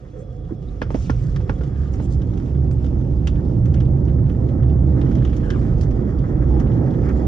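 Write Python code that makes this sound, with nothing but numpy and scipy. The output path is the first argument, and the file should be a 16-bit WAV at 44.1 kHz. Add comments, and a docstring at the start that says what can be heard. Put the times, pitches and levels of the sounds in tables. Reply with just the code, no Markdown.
"""Inside the cockpit of a glider towed along a rough runway. It starts at a slow roll: the wheel shakes
the hull into a low boom over a drone, panels buzz, straps and seat rustle and scuff. Around the first two
seconds bumps knock the shell, and loose fittings begin to tick. As speed builds the boom swells and the
tyre roar rises; a joint creaks at 5.5 s and one last knock lands at 6.5 s. All of it is heard through
the two close ports of a small camera that holds the level down."""
import sys
import numpy as np
from scipy import signal
from scipy.fft import rfft, irfft, next_fast_len
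from scipy.io import wavfile
from scipy.ndimage import uniform_filter1d, map_coordinates

SR = 44100
rng = np.random.default_rng(int(sys.argv[2]) if len(sys.argv) > 2 else 0)


def int16_out(signal):
    """Quantize to a 16-bit WAV file."""
    q = np.round(np.clip(np.atleast_2d(signal).T, -1, 1) * 32767)
    wavfile.write(sys.argv[1], SR, q.astype(np.int16))


N = 320607

# Roughness of the runway under the wheel. Each row: time in seconds, level in dB.
RUNWAY_ROUGHNESS = [(0, 0.5), (.62, 0.5), (.75, -2.5), (.9, 2), (1.5, 0.5), (1.69, 0.5), (2.04, 3.5),
                    (2.48, 3), (2.8, 2), (3.8, 3), (4.48, 2), (5.13, 3), (5.35, -0.7), (5.75, 0.5),
                    (6.25, -2.5), (6.55, 0.7), (7.09, -1.5), (7.25, 1)]
# The ring of the loose fittings. Each row: pitch in Hz, width in Hz, level in dB.
FITTING_MODES = [(1340, 500, 8.5), (2180, 700, 4.5), (3050, 680, 4.5), (3950, 660, -7), (4560, 430, 0),
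                 (5720, 650, 4), (6700, 1300, 0)]


def hull_boom(roughness_db):
    """The wheel shakes the low hull modes: a throbbing boom that grows with speed, then levels off."""
    # Each row: pitch in Hz, width in Hz, level in dB.
    hull_modes = [(28.2, 4.7, -14), (66.1, 7.5, -1.5), (87.8, 21, -7), (114.65, 10.7, -1.5),
                  (132.3, 16, -3), (165, 25, -9), (186.1, 8.2, -9)]
    # Each row: time in seconds, hum level in dB, deep mode level in dB, both relative to the boom.
    low_end_mix = [(0, -12.5, -3.5), (1.55, -8.5, -2.5), (1.8, -2.5, -9.5), (4.9, -6, -11.5),
                   (5.6, -8, -2.5), (7.25, -4, -10)]
    top_db, knee_m_per_s, hum_hz = -16.5, 4.46, 66.5
    throb = amp(2.96 * wobble(5))
    boom = unit(filtered(throb * rng.standard_normal((2, N)), modes(hull_modes)))
    # A wandering hum and its octave sit inside the strongest mode.
    hum_db, deep_db = curves(low_end_mix)
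    phase = 2 * np.pi * np.cumsum(hum_hz + 2.2 * wobble(7)) / SR
    hum_gain = amp(hum_db + 4.5 * wobble(6))
    octave = amp(-10 + 4.5 * wobble(5)) * np.sin(2 * phase)
    deep_mode = unit(filtered(rng.standard_normal(N), modes([(50.44, 8, 0)])))
    boom[0] += hum_gain * (np.sin(phase) + octave) + amp(deep_db) * deep_mode
    growth = (speed() / np.hypot(speed(), knee_m_per_s)) ** 2.34
    return growth * amp(top_db + roughness_db) * filtered(boom, lambda f: 1 / (1 + (f / 260) ** 4))


def tyre_roar(roughness_db):
    """The tyre roars louder with speed; the stiff hull cuts it steeply under and over its modes."""
    # Each row: pitch in Hz, width in Hz, level in dB.
    roar_modes = [(210.4, 33.6, 2.5), (257.6, 37.8, 2), (300.4, 46.2, 0.5), (378.6, 56, -5.5),
                  (460.6, 108.5, -13), (578, 16, -27.5), (755.6, 16, -20), (936, 54, -37.5)]
    walls = lambda f: modes(roar_modes)(f) * low_cut(f, 190) / (1 + (f / 900) ** 4)
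    roar = unit(filtered(rng.standard_normal((2, N)) * amp(wobble(9)), walls))
    return (speed() / 10) ** 1.42 * amp(-27.5 + roughness_db) * roar


def shell_knocks():
    """A bump rings the low, middle and high modes of the shell; its hard edge snaps a few ms later."""
    # Each row: start in seconds, then thump, body, ring and snap levels in dB.
    bumps = [(0.8165, 6.5, 0.5, -4, -32.5), (0.904, -2, -7.5, -35, -44), (0.944, 9, 0.5, -39, -40),
             (1.096, 10, 0, -5, -31), (1.403, -8.5, -13.5, -33, -50), (1.494, 6, 1, -7, -38.5),
             (1.608, 0, -25, -18, -47.5), (1.998, 2, -11, -36, -51.5), (6.509, 1.5, -12, -34, -56)]
    # Each row: pitch in Hz, width in Hz, level in dB.
    shell_modes = [(245, 110, -1), (420, 360, -8), (590, 254, -4), (736, 110, -6.5), (870, 160, -3.5),
                   (1140, 130, -1.5), (1413, 87, 4), (1660, 320, -5)]
    start, thump_db, body_db, ring_db, snap_db = np.transpose(bumps)
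    t60 = np.where(ring_db > -14, .047, .071)  # hard, ringing knocks are shorter
    thump = blows(start, thump_db, t60, shell_modes[:2], rough=.3, soft_hz=910)
    # The thump comes back once, a cycle of the shell later.
    rebound = blows(start + .00418, thump_db - 2.5, t60, shell_modes[:2], rough=.37, soft_hz=900)
    body = blows(start, body_db, t60, shell_modes[2:5], rough=.35, soft_hz=2570)
    ring = blows(start + .0012, ring_db, t60, shell_modes[5:], rough=.4, soft_hz=4110)
    snap = blows(start + .0048, snap_db, t60, FITTING_MODES[1:6])
    return thump + rebound + body + ring + snap


def fitting_ticks():
    """Loose fittings tick, each with its own brightness; faint ticks fall between, more often at speed."""
    # Each row: start in seconds, level in dB, upper modes relative to the lower in dB.
    main_ticks = [(1.3603, -31.5, -1.5), (1.6342, -37.5, -2.5), (1.937, -40, 2.5), (2.2176, -39, -2),
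                  (2.3359, -44, -2.5), (2.374, -44.5, 4), (2.3974, -44.5, 0), (2.7107, -40.5, 1.5),
                  (2.843, -37, -2.5), (2.862, -41.5, 2.5), (3.2709, -23.5, 1), (3.357, -40, -11.5),
                  (3.6548, -38.5, 0), (3.7405, -34, 1), (3.8025, -32.5, -5), (3.8526, -39, -8),
                  (4.05, -55.5, 16), (4.0801, -40, -16.5), (4.2641, -42.5, -15.5), (4.2957, -38, -11.5),
                  (4.488, -39, -14), (4.6276, -37.5, -7.5), (5.0127, -32.5, -4.5), (5.047, -42.5, 0),
                  (5.065, -46, -1), (5.1133, -37.5, -8), (5.1514, -35.5, -0.5), (5.183, -42, -7),
                  (5.2, -42.5, -14), (5.222, -38.5, -6.5), (5.249, -31.5, -4), (5.273, -38, -13),
                  (5.293, -41, -7), (5.3284, -36.5, -8), (5.3649, -38, 4), (5.5025, -25, -2.5),
                  (5.8097, -36.5, 9), (5.8308, -37, 6), (5.909, -42.5, 5), (6.187, -45, 3.5),
                  (6.5979, -33, 1), (6.6704, -40, -22), (6.7157, -38, -12), (6.9371, -41, -13.5),
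                  (7.089, -35.5, -2)]
    faint_count = 20
    travelled = np.cumsum(speed())
    faint_starts = np.searchsorted(travelled, rng.random((faint_count, 1)) * travelled[-1]) / SR
    faint_levels = rng.normal([-48.5, -8], 3.5, (faint_count, 2))
    start, db, upper_db = np.vstack([main_ticks, np.hstack([faint_starts, faint_levels])]).T
    t60 = np.full(len(start), .05)
    lower = blows(start, db, t60, FITTING_MODES[:4], rough=.78)
    upper = blows(start, db + upper_db, t60, FITTING_MODES[4:], rough=.69)
    return lower + upper


def panel_buzz(level_db):
    """Panels buzz with the shaking, a few of their modes standing out."""
    # The tone of the buzz. Each row: frequency in Hz, level in dB.
    buzz_tone = [(530, -28), (900, -0.5), (1210, -2), (1310, -3), (1450, -3), (2040, -8), (2600, -25),
                 (3380, -58.5), (5720, -120)]
    # Each row: pitch in Hz, width in Hz, level in dB.
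    panel_modes = [(1190, 95, -3), (1320, 76, 1.5), (1690, 130, -8.5), (1910, 100, -4)]
    colour = lambda f: amp(along(buzz_tone, f)) * (1 + np.abs(modes(panel_modes)(f)))
    buzz = filtered(contact_noise(per_second=33, size_db=-.5, t60=.06), colour)
    return amp(level_db) * patchy(buzz, depth_db=.5)


def strap_rustle(level_db):
    """Seat cloth and straps rustle in many small, quick contacts."""
    # The tone of the rustle. Each row: frequency in Hz, level in dB.
    rustle_tone = [(1500, -31.5), (2250, -4.5), (2650, -5.5), (3350, -7.5), (4000, -11.5), (5800, -9.5),
                   (7000, -12.5), (8000, -21.5), (10000, -29), (12500, -39), (15500, -50.5)]
    contacts = contact_noise(per_second=55, size_db=-2, t60=.014)
    rustle = filtered(contacts, lambda f: amp(along(rustle_tone, f)))
    return amp(level_db + 1.3 * wobble(22)) * patchy(rustle, depth_db=2)


def cabin(roughness_db):
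    """One shake moves both panels and straps; rough ground lifts the buzz a little."""
    # Each row: time in seconds, buzz level in dB, rustle level in dB.
    faders = [(0, -62.5, -68.5), (.4, -64.5, -72.5), (.89, -60, -66), (1.03, -55, -54),
              (1.27, -55.5, -65.5), (1.82, -56.5, -63), (2.2, -60, -66), (3.23, -59, -65), (3.9, -57, -66),
              (4.7, -54, -67), (5.2, -51.5, -61.5), (5.6, -53.5, -60), (5.98, -51.5, -66.5),
              (6.66, -46.5, -62), (7.25, -51, -62)]
    buzz_db, rustle_db = curves(faders)
    shake = wobble(9.9)
    return panel_buzz(buzz_db + .26 * roughness_db + .97 * shake) + strap_rustle(rustle_db + .26 * shake)


def scuffs():
    """Brief swells of crackly friction, dull from the hull, bright from cloth or strap."""
    # Each row: start in seconds, length in seconds, centre in Hz, width in Hz, level in dB.
    rubs = [(0.17, 0.073, 7000, 1600, -69), (0.673, 0.03, 3700, 400, -63), (0.89, 0.21, 6100, 1800, -58),
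            (1.1, 0.34, 5300, 2800, -62), (1.91, 0.066, 7000, 1000, -62.5), (2.01, 0.073, 7000, 1400, -61),
            (2.095, 0.075, 5700, 2700, -56.5), (2.7, 0.05, 8100, 1200, -65), (0.11, 0.18, 493, 65, -42.5),
            (0.5007, 0.047, 290, 140, -29.5), (0.485, 0.055, 600, 970, -48), (7.02, 0.12, 1300, 930, -41.5),
            (4.96, 0.7, 2800, 900, -62.5), (3.355, .05, 1700, 150, -54.5),
            (3.745, 0.053, 1900, 1200, -50.5), (1.59, 0.4, 1210, 35, -57.5),
            (1.684, 0.24, 1600, 260, -56.5), (6.464, 0.17, 780, 110, -39), (6.676, 0.048, 350, 60.5, -53),
            (6.758, 0.14, 650, 290, -37.5)]
    out = np.zeros((2, N))
    grit = amp(3.5 * wobble(300)) * rng.standard_normal((2, N))
    for start, length, hz, width_hz, db in rubs:
        at, n = round(start * SR), round(length * SR)
        band = np.exp(-((np.fft.rfftfreq(n, 1 / SR) - hz) / width_hz) ** 2)
        rub = unit(irfft(rfft(grit[:, at:at + n]) * band, n))
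        out[:, at:at + n] += amp(db) * np.hanning(n) ** .55 * rub
    return out


def joint_creaks():
    """A joint slips unevenly, about 200 times a second, ringing a sinking resonance and its overtone."""
    # Each row: start in seconds, length in seconds, first pitch in Hz, last pitch in Hz, level in dB.
    creaks = [(5.43, .065, 1600, 1500, -41), (5.515, .035, 1680, 1550, -39), (5.548, .03, 1200, 1120, -37)]
    out, t = np.zeros((2, N)), np.arange(600) / SR
    envelope = (1 - np.exp(-t / .0004)) * amp(-60 * t / .051) * np.hanning(2 * len(t))[len(t):]
    for start, length, first_hz, last_hz, db in creaks:
        for elapsed in np.arange(0, length, .0052):
            hz = (first_hz + (last_hz - first_hz) * (elapsed / length) ** 2) * rng.normal(1, .044)
            slip = np.sin(2 * np.pi * hz * t) + .19 * np.sin(2 * np.pi * 1.9 * hz * t)
            slip *= amp(db + rng.normal(0, 2.8)) * envelope
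            swell = np.sin(np.pi * (elapsed + .0051) / (length + .019)) ** .36
            at = round((start + elapsed + rng.normal(0, .001)) * SR)
            out[:, at:at + len(t)] += swell * slip
    return out


def thin_clicks():
    """Tiny bright clicks: fast-dying noise in one wide, high band."""
    # Each row: start in seconds, level in dB.
    clicks = [(2.374, -58), (3.6554, -64.5), (5.3651, -56), (5.579, -68.5), (6.5977, -59.5), (7.1324, -63)]
    centre_hz, width_hz, t60 = 11500, 5000, .02
    out, t = np.zeros((2, N)), np.arange(SR // 20) / SR
    for start, db in clicks:
        at = round(start * SR)
        out[:, at:at + len(t)] += amp(db - 60 * t / t60) * rng.standard_normal((2, len(t)))
    band = modes([(centre_hz, width_hz, 0)])
    return filtered(out, lambda f: band(f) ** 2)


def drone():
    """A bed of noise in narrow resonances, likely the tow plane heard through the canopy."""
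    # Each row: pitch in Hz, width in Hz, level in dB.
    drone_modes = [(248, 19, -6), (287, 43, -3), (391, 55, 0), (510.5, 52.3, -2.5), (733, 20, -8),
                   (1207, 20, -19), (3364, 26, -26.5), (5300, 170, -44)]
    # The drone sinks midway and comes back. Each row: time in seconds, level in dB.
    fader = [(0, -47.5), (.1, -47.5), (1.5, -46), (3.5, -57), (7.25, -42.5)]
    gain = amp(curves(fader)[0] + 2 * wobble(10))
    colour = lambda f: modes(drone_modes)(f) * low_cut(f, 230)
    return gain * unit(filtered(rng.standard_normal((2, N)), colour))


def speed():
    """Rolling speed in m/s, rising steadily under tow."""
    return 1.34 + 1.797 * np.arange(N) / SR


def blows(starts, levels_db, t60s, mode_table, rough=1, soft_hz=7000):
    """Each blow rings the modes at fresh strengths; rough blends from one clean push to dying noise."""
    out, t = np.zeros((2, N + SR)), np.arange(SR // 5) / SR
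    f = np.fft.rfftfreq(len(t), 1 / SR)
    attack, cabin_tail = 1 - np.exp(-t / .00074), .18 * amp(-60 * t / .18)
    softening = (1 + 1j * f / soft_hz) ** 2 * (1 + 1j * f / 6500 - (f / 8500) ** 2)
    for start, db, t60 in zip(starts, levels_db, t60s):
        decay = amp(-60 * t / t60) + cabin_tail
        drive = rough * attack * decay * rng.standard_normal((2, len(t)))
        drive[0, 40] -= 12 * (1 - rough)  # the push
        struck = [(hz, width, mode_db + rng.normal(0, 1.4)) for hz, width, mode_db in mode_table]
        at = round(start * SR)
        out[:, at:at + len(t)] += amp(db) * irfft(rfft(drive) * modes(struck)(f) / softening, len(t))
    return out[:, :N]


def contact_noise(per_second, size_db, t60):
    """Two noises whose level jumps at random contacts and falls back after each."""
    hits = (rng.random(N) < per_second / SR) * amp(size_db * np.minimum(rng.exponential(size=N), 2))
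    fade = signal.lfilter([1], [1, -amp(-60 / (t60 * SR))], hits)
    return (1 + uniform_filter1d(fade, size=150)) * rng.standard_normal((2, N))


def patchy(x, depth_db):
    """Mottles a sound with random patches of gain over time and frequency, at unit RMS."""
    spectra = signal.stft(x, nperseg=512)[2]
    patches = uniform_filter1d(rng.standard_normal(spectra.shape[1:]), size=5, axis=0)
    patches = unit(uniform_filter1d(patches, size=6, axis=1))
    return unit(signal.istft(spectra * amp(depth_db * patches), nperseg=512)[1][:, :N])


def modes(table):
    """Causal response of a set of resonances, alternating in polarity."""
    return lambda f: sum((-1) ** k * amp(db) * 1j * f * width / (hz * hz - f * f + 1j * f * width)
                         for k, (hz, width, db) in enumerate(table))


def low_cut(f, corner_hz):
    """Gain that falls 12 dB an octave under the corner."""
    return (f / corner_hz) ** 2 / (1 + (f / corner_hz) ** 2)


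def filtered(x, response):
    """Shapes a sound with a complex response of frequency."""
    size = next_fast_len(N + SR // 2)
    return irfft(rfft(x, size) * response(np.fft.rfftfreq(size, 1 / SR)), size)[..., :N]


def wobble(rate):
    """A smooth random curve, rate knots a second."""
    return map_coordinates(rng.standard_normal(int(N * rate / SR) + 4), [np.arange(N) * rate / SR])


def curves(rows):
    """One automation curve for each column after the time."""
    times, *columns = np.transpose(rows)
    return [np.interp(np.arange(N) / SR, times, column) for column in columns]


def along(points, hz):
    """Joins (Hz, value) points on a log frequency axis."""
    f, values = np.transpose(points)
    return np.interp(np.log(hz + 1), np.log(f + 1), values)


def amp(db):
    """Decibels to gain."""
    return 10 ** (np.asarray(db) / 20)


def unit(x):
    """Scales to unit RMS."""
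    return x / np.sqrt(np.mean(x ** 2) + 1e-20)


def scene():
    """Every source has a mid row, alike at both ports, and a side row, opposite in the two."""
    # Stereo width. Each row: frequency in Hz, side level in dB.
    side_tone = [(60, -34.5), (250, -26.5), (500, -6.5), (1500, -6.5), (4000, -8.5), (8000, -1.5),
                 (12000, -7.5)]
    roughness_db, = curves(RUNWAY_ROUGHNESS)
    bed = hull_boom(roughness_db) + tyre_roar(roughness_db) + cabin(roughness_db) + drone()
    mid, side = bed + shell_knocks() + fitting_ticks() + scuffs() + joint_creaks() + thin_clicks()
    side = filtered(side, lambda f: amp(along(side_tone, f)))
    return np.array([mid + side, mid - side])


def record(dry):
    """Each port has its own colour, delay and hiss; quick gain control and a soft ceiling tame swells."""
    # Each row: frequency in Hz, left level minus right in dB.
    balance = [(60, -4.5), (100, -4.0), (170, -4.5), (290, -6.5), (500, -8.0), (850, -4.0), (1450, -0.5),
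               (2470, 0.5), (4190, -0.5), (7130, -0.5)]
    # Each row: frequency in Hz, phase lead of the left port in radians.
    left_lead = [(150, 0.22), (300, -0.7), (430, -0.7), (780, 1.65), (1900, 1.55), (2600, 1.17),
                 (4300, -0.05), (5300, 0), (6100, 2), (6600, -3), (8000, -2.5), (11000, -1)]
    hiss_db, knee_db, makeup_db, ceiling, top_hz = -87.5, -14.5, 1.5, .85, 15600
    left_port = lambda f: amp(along(balance, f) / 2) * np.exp(.5j * along(left_lead, f))
    wet = filtered(dry, lambda f: np.array([left_port(f), 1 / left_port(f)]))
    hiss = filtered(rng.standard_normal((2, N)), lambda f: f / 4000 / (1 + (f / 7000) ** 5))
    wet += amp(hiss_db) * unit(hiss)
    level = np.sqrt(np.abs(uniform_filter1d(np.mean(wet ** 2, 0), size=900)))
    ducking = uniform_filter1d((1 + (level / amp(knee_db)) ** 2) ** -.3, size=500)
    wet *= ducking * amp(makeup_db)
    wet /= (1 + np.abs(wet / ceiling) ** 4) ** .25
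    return filtered(wet, lambda f: f < top_hz)


dry = scene()
out = record(dry)
int16_out(out)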